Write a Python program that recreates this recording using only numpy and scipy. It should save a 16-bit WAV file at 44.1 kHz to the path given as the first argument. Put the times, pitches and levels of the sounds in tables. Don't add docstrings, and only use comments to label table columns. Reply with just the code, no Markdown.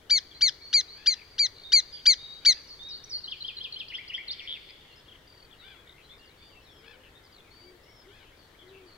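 import sys
import numpy as np
from scipy import signal
from scipy.fft import rfft, irfft
from scipy.io import wavfile
from scipy.ndimage import uniform_filter1d

SR = 44100
rng = np.random.default_rng(int(sys.argv[2]) if len(sys.argv) > 2 else 0)


def to_wav(sig):
    pcm = np.clip(np.atleast_2d(sig), -1, 1) * 32767
    pcm = np.round(pcm).astype(np.int16)
    wavfile.write(sys.argv[1], SR, pcm.T)


N = 395577

# t/s, length/s, level/dB, fade/dB, mid-call swell/dB, top f/Hz, sag/Hz,
# bow of the sag/Hz, final drop/s
PECKER_CALLS = [(0.096, 0.096, -18.5, -2.5, -0.5, 2337, 240, 46, 0.018),
                (0.408, 0.09, -18.5, -1, -1, 2334, 270, 8.5, 0.025),
                (.728, 0.087, -16.5, -7.5, 2.5, 2380, 350, -57, 0.01),
                (1.059, 0.086, -15.5, -10, -4.5, 2391, 370, -74, 0.0095),
                (1.381, .09, -21, -2, 0.5, 2362, 400, 47, 0.0066),
                (1.719, .087, -14.5, -6.5, 2.5, 2390, 330, -68, 0.0061),
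                (2.055, 0.089, -13, -10, 4.5, 2379, 390, 10.5, 0.014),
                (2.449, 0.084, -13.5, -9, 5.5, 2320, 400, 8, 0.0065)]
PECKER_HARMONICS = [-13.5, -3, -9, -17, -21, -24.5, -39]
# f/Hz, gain/dB
PECKER_EQ = [(1400, -7.5), (2000, -5.5), (2400, -3.5), (2900, -7.5), (4000, 0), (4700, 4.5), (6250, -1),
             (6750, -10), (7500, -19), (9100, -17), (9900, -19.5), (10900, -11), (12400, -46), (15000, -13)]
# t/s, syllable, level/dB
FINCH_PHRASE = [(2.613, "slur", -51), (2.827, "slur", -44.5), (3.037, "slur", -37.5), (3.238, "chew", -37),
                (3.403, "chew", -35.5), (3.565, "chew", -35.5), (3.722, "chew", -36), (3.892, "twirl", -36),
                (4.088, "twirl", -35.5), (4.276, "flourish", -42)]
FINCH_SYLLABLES = { "slur": [(0, 0.016, 5400, 5850, 7240, -1.5), (.055, .085, 6300, 4484, 4585, 1.5),
                   (.088, .08, 4850, 4700, 4700, -6.5)], "chew": [(0, 0.019, 4630, 4105, 3980, -5.5),
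                   (.016, 0.0126, 4070, 4120, 4600, -3), (.034, 0.0231, 2776, 3130, 3526, -1),
                   (.06, .03, 5600, 5000, 4500, -13), (.073, .041, 4315, 2790, 2440, 2)],
                   "twirl": [(-.012, 0.0176, 3900, 4790, 5870, -8.5), (.005, .03, 2957, 2750, 1727, 0.5),
                   (.03, .042, 1760, 2900, 3550, 2.5), (.06, 0.0152, 3200, 3350, 2150, -2.5),
                   (.04, 0.058, 6000, 5200, 4656, -16), (.088, 0.0457, 1770, 2380, 2078, 1)],
                   "flourish": [(0, 0.041, 5240, 3600, 4430, 3), (.025, 0.035, 4220, 4640, 6050, 6.5),
                   (.052, .015, 5430, 3690, 3100, -1), (.14, .05, 5650, 5400, 5030, -11)]}
# f/Hz, gain/dB
THROAT_EQ = [(1800, 3), (2400, -15), (2800, -9.5), (3250, 1), (3800, -3.5), (4400, 3), (5200, -6.5),
             (7000, -18.5)]
# f/Hz, pitch jitter as a fraction
FINCH_JITTER = [(3300, 0.0047), (4300, 0.016), (6000, .012)]
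# t/s, length/s, start f/Hz, held f/Hz, level/dB, perch
WHISTLES = [(0.339, 0.058, 4000, 4180, -53, "right"), (0.61, 0.12, 4150, 4450, -52.5, "right"),
            (0.875, .13, 3620, 4560, -52, "right"), (1.633, 0.1, 3605, 3730, -47.5, "right"),
            (1.919, 0.073, 4900, 4720, -47, "right"), (2.174, 0.23, 3630, 3830, -51, "right"),
            (2.49, 0.11, 4750, 4700, -49, "right"), (2.787, 0.17, 3490, 3790, -48, "right"),
            (4.877, 0.1, 3060, 2740, -65.5, "far"), (4.905, 0.045, 4120, 4300, -64.5, "far"),
            (5.579, 0.24, 4200, 3350, -61, "far"), (6.022, 0.11, 4070, 4047, -64.5, "far"),
            (6.086, 0.067, 3100, 3635, -59, "far"), (6.189, 0.1, 2700, 2897, -65.5, "far"),
            (6.369, .18, 4340, 4660, -66, "far"), (6.391, .1, 3420, 3560, -67, "far"),
            (6.496, 0.12, 3350, 2650, -68.5, "far"), (6.638, 0.19, 4600, 3210, -66, "far"),
            (7.145, 0.042, 3470, 3690, -63, "far"), (7.502, 0.21, 4280, 4664, -62, "far")]
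# t/s, length/s, start f/Hz, end f/Hz, level/dB, swing rate/Hz, swing depth/Hz, perch
TRILLS = [(0.313, .025, 3350, 3100, -51.5, 72, 150, "edge"),
          (1.176, 0.06, 2500, 2100, -56.5, 52, 234, "edge"),
          (1.55, 0.094, 3780, 4050, -53, 58, 395, "edge"),
          (1.925, 0.082, 3420, 2900, -53.5, 42, 304, "edge"),
          (4.388, 0.024, 3590, 2250, -43.5, 130, 300, "finch"),
          (4.407, 0.071, 2050, 2100, -51, 130, 243, "finch"),
          (4.469, 0.081, 3103, 3250, -38.5, 155, 297, "finch"),
          (4.542, 0.035, 2900, 2050, -47.5, 160, 320, "finch"),
          (4.689, .026, 3700, 4750, -52.5, 110, 600, "edge"),
          (4.688, 0.027, 2100, 2240, -56, 113, 296, "edge"),
          (4.797, 0.0325, 3600, 3240, -66.5, 68, 300, "edge"),
          (4.954, .052, 5080, 4950, -61.5, 110, 248, "edge"),
          (5.055, .115, 3090, 2890, -57, 32, 330, "edge"), (5.251, 0.23, 4650, 4430, -61, 40, 130, "edge"),
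          (5.509, 0.047, 3570, 2500, -58, 46, 300, "edge"), (5.86, .08, 3220, 3500, -59, 60, 453, "edge"),
          (5.971, 0.055, 2500, 2400, -63.5, 91, 250, "edge"),
          (6.179, .04, 4930, 4000, -63, 59, 250, "edge"), (6.241, .09, 5100, 3400, -65, 55, 200, "edge"),
          (7.03, 0.058, 2850, 2550, -61.5, 156, 250, "edge"),
          (7.237, 0.044, 5330, 4200, -62, 72, 180, "edge"),
          (7.31, 0.11, 4950, 3100, -60.5, 54, 160, "edge")]
# t/s into it, length/s, start f/Hz, end f/Hz, level/dB, swing rate/Hz
WARBLER_MOTIF = [(0, 0.061, 3190, 3140, -1, 50), (0.104, .028, 4400, 2858, -3, 78),
                 (0.148, .065, 2480, 2560, -6, 145), (.28, 0.11, 4480, 4130, -1.5, 98)]
# t/s, level/dB
WARBLER_CUES = [(8.085, -66.5), (8.575, -61)]
# t/s, level/dB
THIN_WHISTLE_CUES = [(6.615, -73), (7.825, -69)]
THIN_WHISTLE_HZ = (5200, 5470, 5430, 5500, 5330, 5250, 4820)
# t/s, length/s, start f/Hz, middle f/Hz, end f/Hz, level/dB
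SQUAWKS = [(0.914, 0.34, 695, 910, 867, -57.5), (2.378, 0.28, 695, 894, 730, -60),
           (5.59, 0.2, 558, 797, 562, -57), (6.813, 0.17, 583, 859, 564, -56),
           (8.072, 0.2, 595, 837, 594, -59.5)]
SQUAWK_HARMONICS = [-16.5, -6.5, -5.5, -5.5, -12.5, -14]
# t/s, length/s, start f/Hz, middle f/Hz, end f/Hz, level/dB
HOOTS = [(6.745, 0.34, 415, 477, 564, -63), (7.598, 0.21, 326.6, 362.6, 331, -57.5),
         (8.052, 0.073, 330, 398, 413, -56), (8.581, 0.35, 297.5, 392, 297, -54)]
# f/Hz, relative level/dB
AIR_EQ = [(15, -12.5), (50, 2), (100, -4), (130, -3.5), (185, -11.5), (420, -5.5), (700, -13.5),
          (1250, -14), (1900, -16), (2600, -26.5), (3300, -15), (5500, -25.5), (9000, -30.5), (15800, -32)]
# f/Hz, left-right coherence
AIR_COHERENCE = [(60, 1), (130, 0.9), (290, 0.87), (640, 0.54), (1410, 0.43), (3100, 0.25), (6820, 0.1),
                 (15000, 0.28)]
# f/Hz, left minus right/dB
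AIR_PAN = [(60, 0.5), (110, 0), (200, 1.5), (380, 2.5), (700, 7), (1290, 5.5), (2380, 14.5), (4400, -3),
           (8120, 0.5), (15000, -0.5)]
PERCHES = {"finch": (-4.5, 2.23, -7, -7.5), "right": (-6.5, 2, 2.5, -2.5), "edge": (-1.5, 1.3, -6.5, -14),
           "far": (0, 0.96, 5, -10)}
# f/Hz, gain/dB
WOOD_EQ = [(400, -6), (2000, 3.5), (4500, -5), (5200, -1), (7000, -9), (12000, -21.5)]
# f/Hz, left minus right/dB
MIC_SHADE = [(400, 5), (2000, 9), (4400, 5), (6300, -0.5), (9000, 2), (13000, -1.5)]
# f/Hz, left lag/rad
MIC_LAG = [(400, -.3), (2000, 0.14), (4400, 0.98), (6300, 0.87), (13000, 0.89)]


def woodpecker_call(s, length, db, fade_db, swell_db, top_hz, sag_hz, bow_hz, drop_s):
    slack_hz, leap_s, hold_s = 1445, .015, .023
    attack_s, release_s = .016, .011
    t = np.arange(0, length, 1 / SR)
    tightening = 1 - np.minimum(t / leap_s, 1) ** 2
    letting_go = np.clip(1 - (length - t) / drop_s, 0, 1) ** 2
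    slack = np.maximum(tightening, letting_go)
    sag = np.maximum(t - hold_s, 0) / (length - drop_s - hold_s)
    taut_hz = top_hz - sag_hz * sag + bow_hz * np.sin(np.pi * sag)
    hz = uniform_filter1d(taut_hz + slack * (slack_hz - taut_hz), size=150)
    hz += 9 * drift(t, 82.3)
    jitter = (.0053 + .03 * slack) * drift(t, 700)
    phase = 2 * np.pi * np.cumsum(hz * (1 + jitter)) / SR
    effort_db = db + fade_db * t / length + swell_db * np.interp(t / length, [.35, .55, .9], [0, 1, 0])
    effort_db += np.interp(t, [.033, .039], [.75, -.75])
    envelope_db = np.interp(t, [0, attack_s, length - release_s, length], [-13, 0, 0, -6.5])
    envelope_db += .83 * slack * drift(t, 600)
    bright_db = .7 * (effort_db.mean() + 18) + 1.9 * drift(t, 500)
    voice = 0
    for k, harmonic_db in enumerate(PECKER_HARMONICS, 1):
        partial_db = harmonic_db + bright_db * (k > 3) + curve(PECKER_EQ, k * hz) + .41 * drift(t, 110)
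        voice += amp(partial_db) * np.sin(k * phase)
    return s, np.sqrt(2) * amp(effort_db + envelope_db) * voice * signal.windows.tukey(len(t), .04)


def finch_syllable(s, name, db):
    for offset, length, start_hz, middle_hz, end_hz, note_db in FINCH_SYLLABLES[name]:
        t = np.arange(0, length, 1 / SR)
        detune, accent = rng.uniform(-.92, 1, 2)
        hz = arch(t, start_hz, middle_hz, end_hz) * (1 + .0115 * detune)
        level_db = db + note_db + .5 * accent + curve(THROAT_EQ, hz)
        yield s + offset, tone(t, hz, level_db, overtone=amp(-42), jitter=curve(FINCH_JITTER, hz))


def whistle(s, length, start_hz, held_hz, db):
    t = np.arange(0, length, 1 / SR)
    settle_s = .2 * length
    hz = held_hz + (start_hz - held_hz) * np.exp(-t / settle_s)
    return s, tone(t, hz, db + arch(t, 0, 1.3, -6), jitter=.013, flutter_db=1)


def trill(s, length, start_hz, end_hz, db, rate, swing_hz):
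    t = np.arange(0, length, 1 / SR)
    cycle = 2 * np.pi * rate * t + .35 * drift(t, 40)
    jitter = .022 * rate / 150 * drift(t, 500)
    hz = np.linspace(start_hz, end_hz, len(t)) * (1 + jitter) + swing_hz * np.cos(cycle)
    pulses = amp(9 * np.cos(cycle - .5)) * signal.windows.tukey(len(t), .2)
    envelope = amp(db + 2 * drift(t, 120)) * unit_rms(pulses)
    return s, np.sqrt(2) * envelope * np.sin(2 * np.pi * np.cumsum(hz) / SR)


def warbler(s, db):
    for offset, length, start_hz, end_hz, note_db, rate in WARBLER_MOTIF:
        yield trill(s + offset, length, start_hz, end_hz, db + note_db, rate, swing_hz=230)


def thin_whistle(s, db, length=.205):
    t = np.arange(0, length, 1 / SR)
    steps = np.linspace(0, length, len(THIN_WHISTLE_HZ))
    return s, tone(t, np.interp(t, steps, THIN_WHISTLE_HZ), db)


def songbirds():
    notes = {perch: [] for perch in PERCHES}
    for row in FINCH_PHRASE:
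        notes["finch"] += finch_syllable(*row)
    for *row, perch in WHISTLES:
        notes[perch].append(whistle(*row))
    for *row, perch in TRILLS:
        notes[perch].append(trill(*row))
    for row in WARBLER_CUES:
        notes["far"] += warbler(*row)
    notes["far"] += [thin_whistle(*row) for row in THIN_WHISTLE_CUES]
    return sum(outdoors(track(notes[perch]), *PERCHES[perch]) for perch in PERCHES)


def distant_cry(s, length, start_hz, middle_hz, end_hz, db, harmonics_db, jitter, rattle_db):
    t = np.arange(0, length, 1 / SR)
    hz = arch(t, start_hz, middle_hz, end_hz) * (1 + jitter * drift(t, 170))
    phase = 2 * np.pi * np.cumsum(hz) / SR
    voice = sum(amp(harmonic_db) * np.sin(k * phase) for k, harmonic_db in enumerate(harmonics_db, 1))
    rattle = amp(rattle_db * drift(t, 90))
    return s, amp(db) * unit_rms(voice * rattle) * signal.windows.tukey(len(t), .6)


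def chorus(db, low_hz, high_hz, count):
    chirps = []
    for k, (when, length, pitch, bend, glide) in enumerate(rng.random((count, 5))):
        t = np.arange(0, .0181 + .054 * length, 1 / SR)
        hz = low_hz * (high_hz / low_hz) ** pitch
        start_hz, end_hz = hz * (1 + .45 * (np.array([bend, glide]) - .5))
        s = (k + when) / count * N / SR
        chirps.append((s, tone(t, arch(t, start_hz, hz, end_hz), db)))
    return tree_echoes(track(chirps), t60=.12, onset_s=.0027, coherence=.46) * amp([[1.5], [-1.5]])


def air(db, patchy_db):
    frames, hz = N // 256 + 5, np.fft.rfftfreq(1024, 1 / SR)
    noise = rng.standard_normal((5, frames, len(hz)))
    left, independent = noise[0] + 1j * noise[1], noise[2] + 1j * noise[3]
    coherence = curve(AIR_COHERENCE, hz)
    spectra = np.array([left, coherence * left + np.sqrt(1 - coherence ** 2) * independent])
    patches = uniform_filter1d(noise[4], size=24, axis=0)
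    patches = unit_rms(uniform_filter1d(patches, size=8, axis=1))
    shimmer_db = patchy_db * np.minimum(hz / 1000, 1) * patches
    lean_db = curve(AIR_PAN, hz) / 2
    spectra *= amp(curve(AIR_EQ, hz) + shimmer_db + np.array([lean_db, -lean_db])[:, None])
    _, hush = signal.istft(spectra.transpose(0, 2, 1), nperseg=1024, noverlap=768)
    return amp(db) * unit_rms(hush[:, :N])


def outdoors(x, pan_db, turn, near_db, deep_db):
    near = tree_echoes(x, t60=.16, onset_s=.0032, coherence=.3)
    deep = tree_echoes(x, t60=1.9, onset_s=.017, coherence=.18)
    wet = amp(near_db) * near + amp(deep_db) * deep
    return mic_pair(x, pan_db, turn) + wet * amp([[1], [-1]])


def mic_pair(x, pan_db, turn):
    hz = np.fft.rfftfreq(N, 1 / SR)
    lean_db = (curve(MIC_SHADE, hz) + pan_db) / 2
    lag = np.exp(-1j * turn * curve(MIC_LAG, hz))
    return irfft(rfft(x) * np.array([amp(lean_db) * lag, amp(-lean_db)]), N)


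def tree_echoes(x, t60, onset_s, coherence):
    t, hz = np.arange(2 * SR) / SR, np.fft.rfftfreq(2 * SR, 1 / SR)
    taps = rng.standard_normal((2, len(t))) * (rng.random((2, len(t))) < .05)
    taps[1] = coherence * taps[0] + np.sqrt(1 - coherence ** 2) * taps[1]
    taps *= amp(-60 * t / t60) * (1 - np.exp(-t / onset_s))
    tail = irfft(rfft(taps / np.linalg.norm(taps[0])) * amp(curve(WOOD_EQ, hz)))
    return signal.fftconvolve(x[None], tail, axes=1)[:, :N]


def tone(t, hz, db, overtone=0, jitter=.0064, flutter_db=2):
    phase = 2 * np.pi * np.cumsum(hz * (1 + jitter * drift(t, 220))) / SR
    fades = unit_rms(signal.windows.tukey(len(t), min(.02 / t[-1], .7)))
    voice = np.sin(phase) + overtone * np.sin(2 * phase)
    return np.sqrt(2) * amp(db + flutter_db * drift(t, 65)) * fades * voice


def drift(t, rate):
    speed, phase = rng.random((2, 12, 1))
    return np.sin(2 * np.pi * (rate * speed * t + phase)).sum(0) / np.sqrt(6)


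def arch(t, start, middle, end):
    return np.polyval(np.polyfit([0, .5, 1], [start, middle, end], 2), t / t[-1])


def curve(points, hz):
    f, value = np.transpose(points)
    return np.interp(np.log(hz + 1), np.log(f + 1), value)


def track(sounds):
    mix = np.zeros(N)
    for s, sound in sounds:
        part = mix[max(round(s * SR), 0):][:len(sound)]
        part += sound[:len(part)]
    return mix


def amp(db):
    return 10 ** (np.asarray(db) / 20)


def unit_rms(x):
    return x / np.sqrt(np.mean(x ** 2) + 1e-20)


def scene():
    woodpecker = track(woodpecker_call(*row) for row in PECKER_CALLS)
    woodpecker += amp(-20) * track([(.0065, woodpecker)])
    squawks = track(distant_cry(*row, SQUAWK_HARMONICS, jitter=.036, rattle_db=3) for row in SQUAWKS)
    hoots = track(distant_cry(*row, harmonics_db=[0, -24], jitter=.03, rattle_db=2) for row in HOOTS)
    bed = air(db=-57, patchy_db=1) + chorus(db=-73, low_hz=1653, high_hz=4620, count=760)
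    birds = songbirds()
    birds += outdoors(woodpecker, pan_db=-1, turn=1, near_db=-16, deep_db=-25.5)
    birds += outdoors(squawks, pan_db=2.5, turn=.88, near_db=-19, deep_db=-8)
    birds += outdoors(hoots, pan_db=-.5, turn=.91, near_db=-10, deep_db=-14)
    return birds + bed


def record(dry):
    lowpass = signal.firwin(511, cutoff=15850, window=("kaiser", 9), fs=SR)
    return signal.oaconvolve(dry, lowpass[None], "same")


dry = scene()
out = record(dry)
to_wav(out)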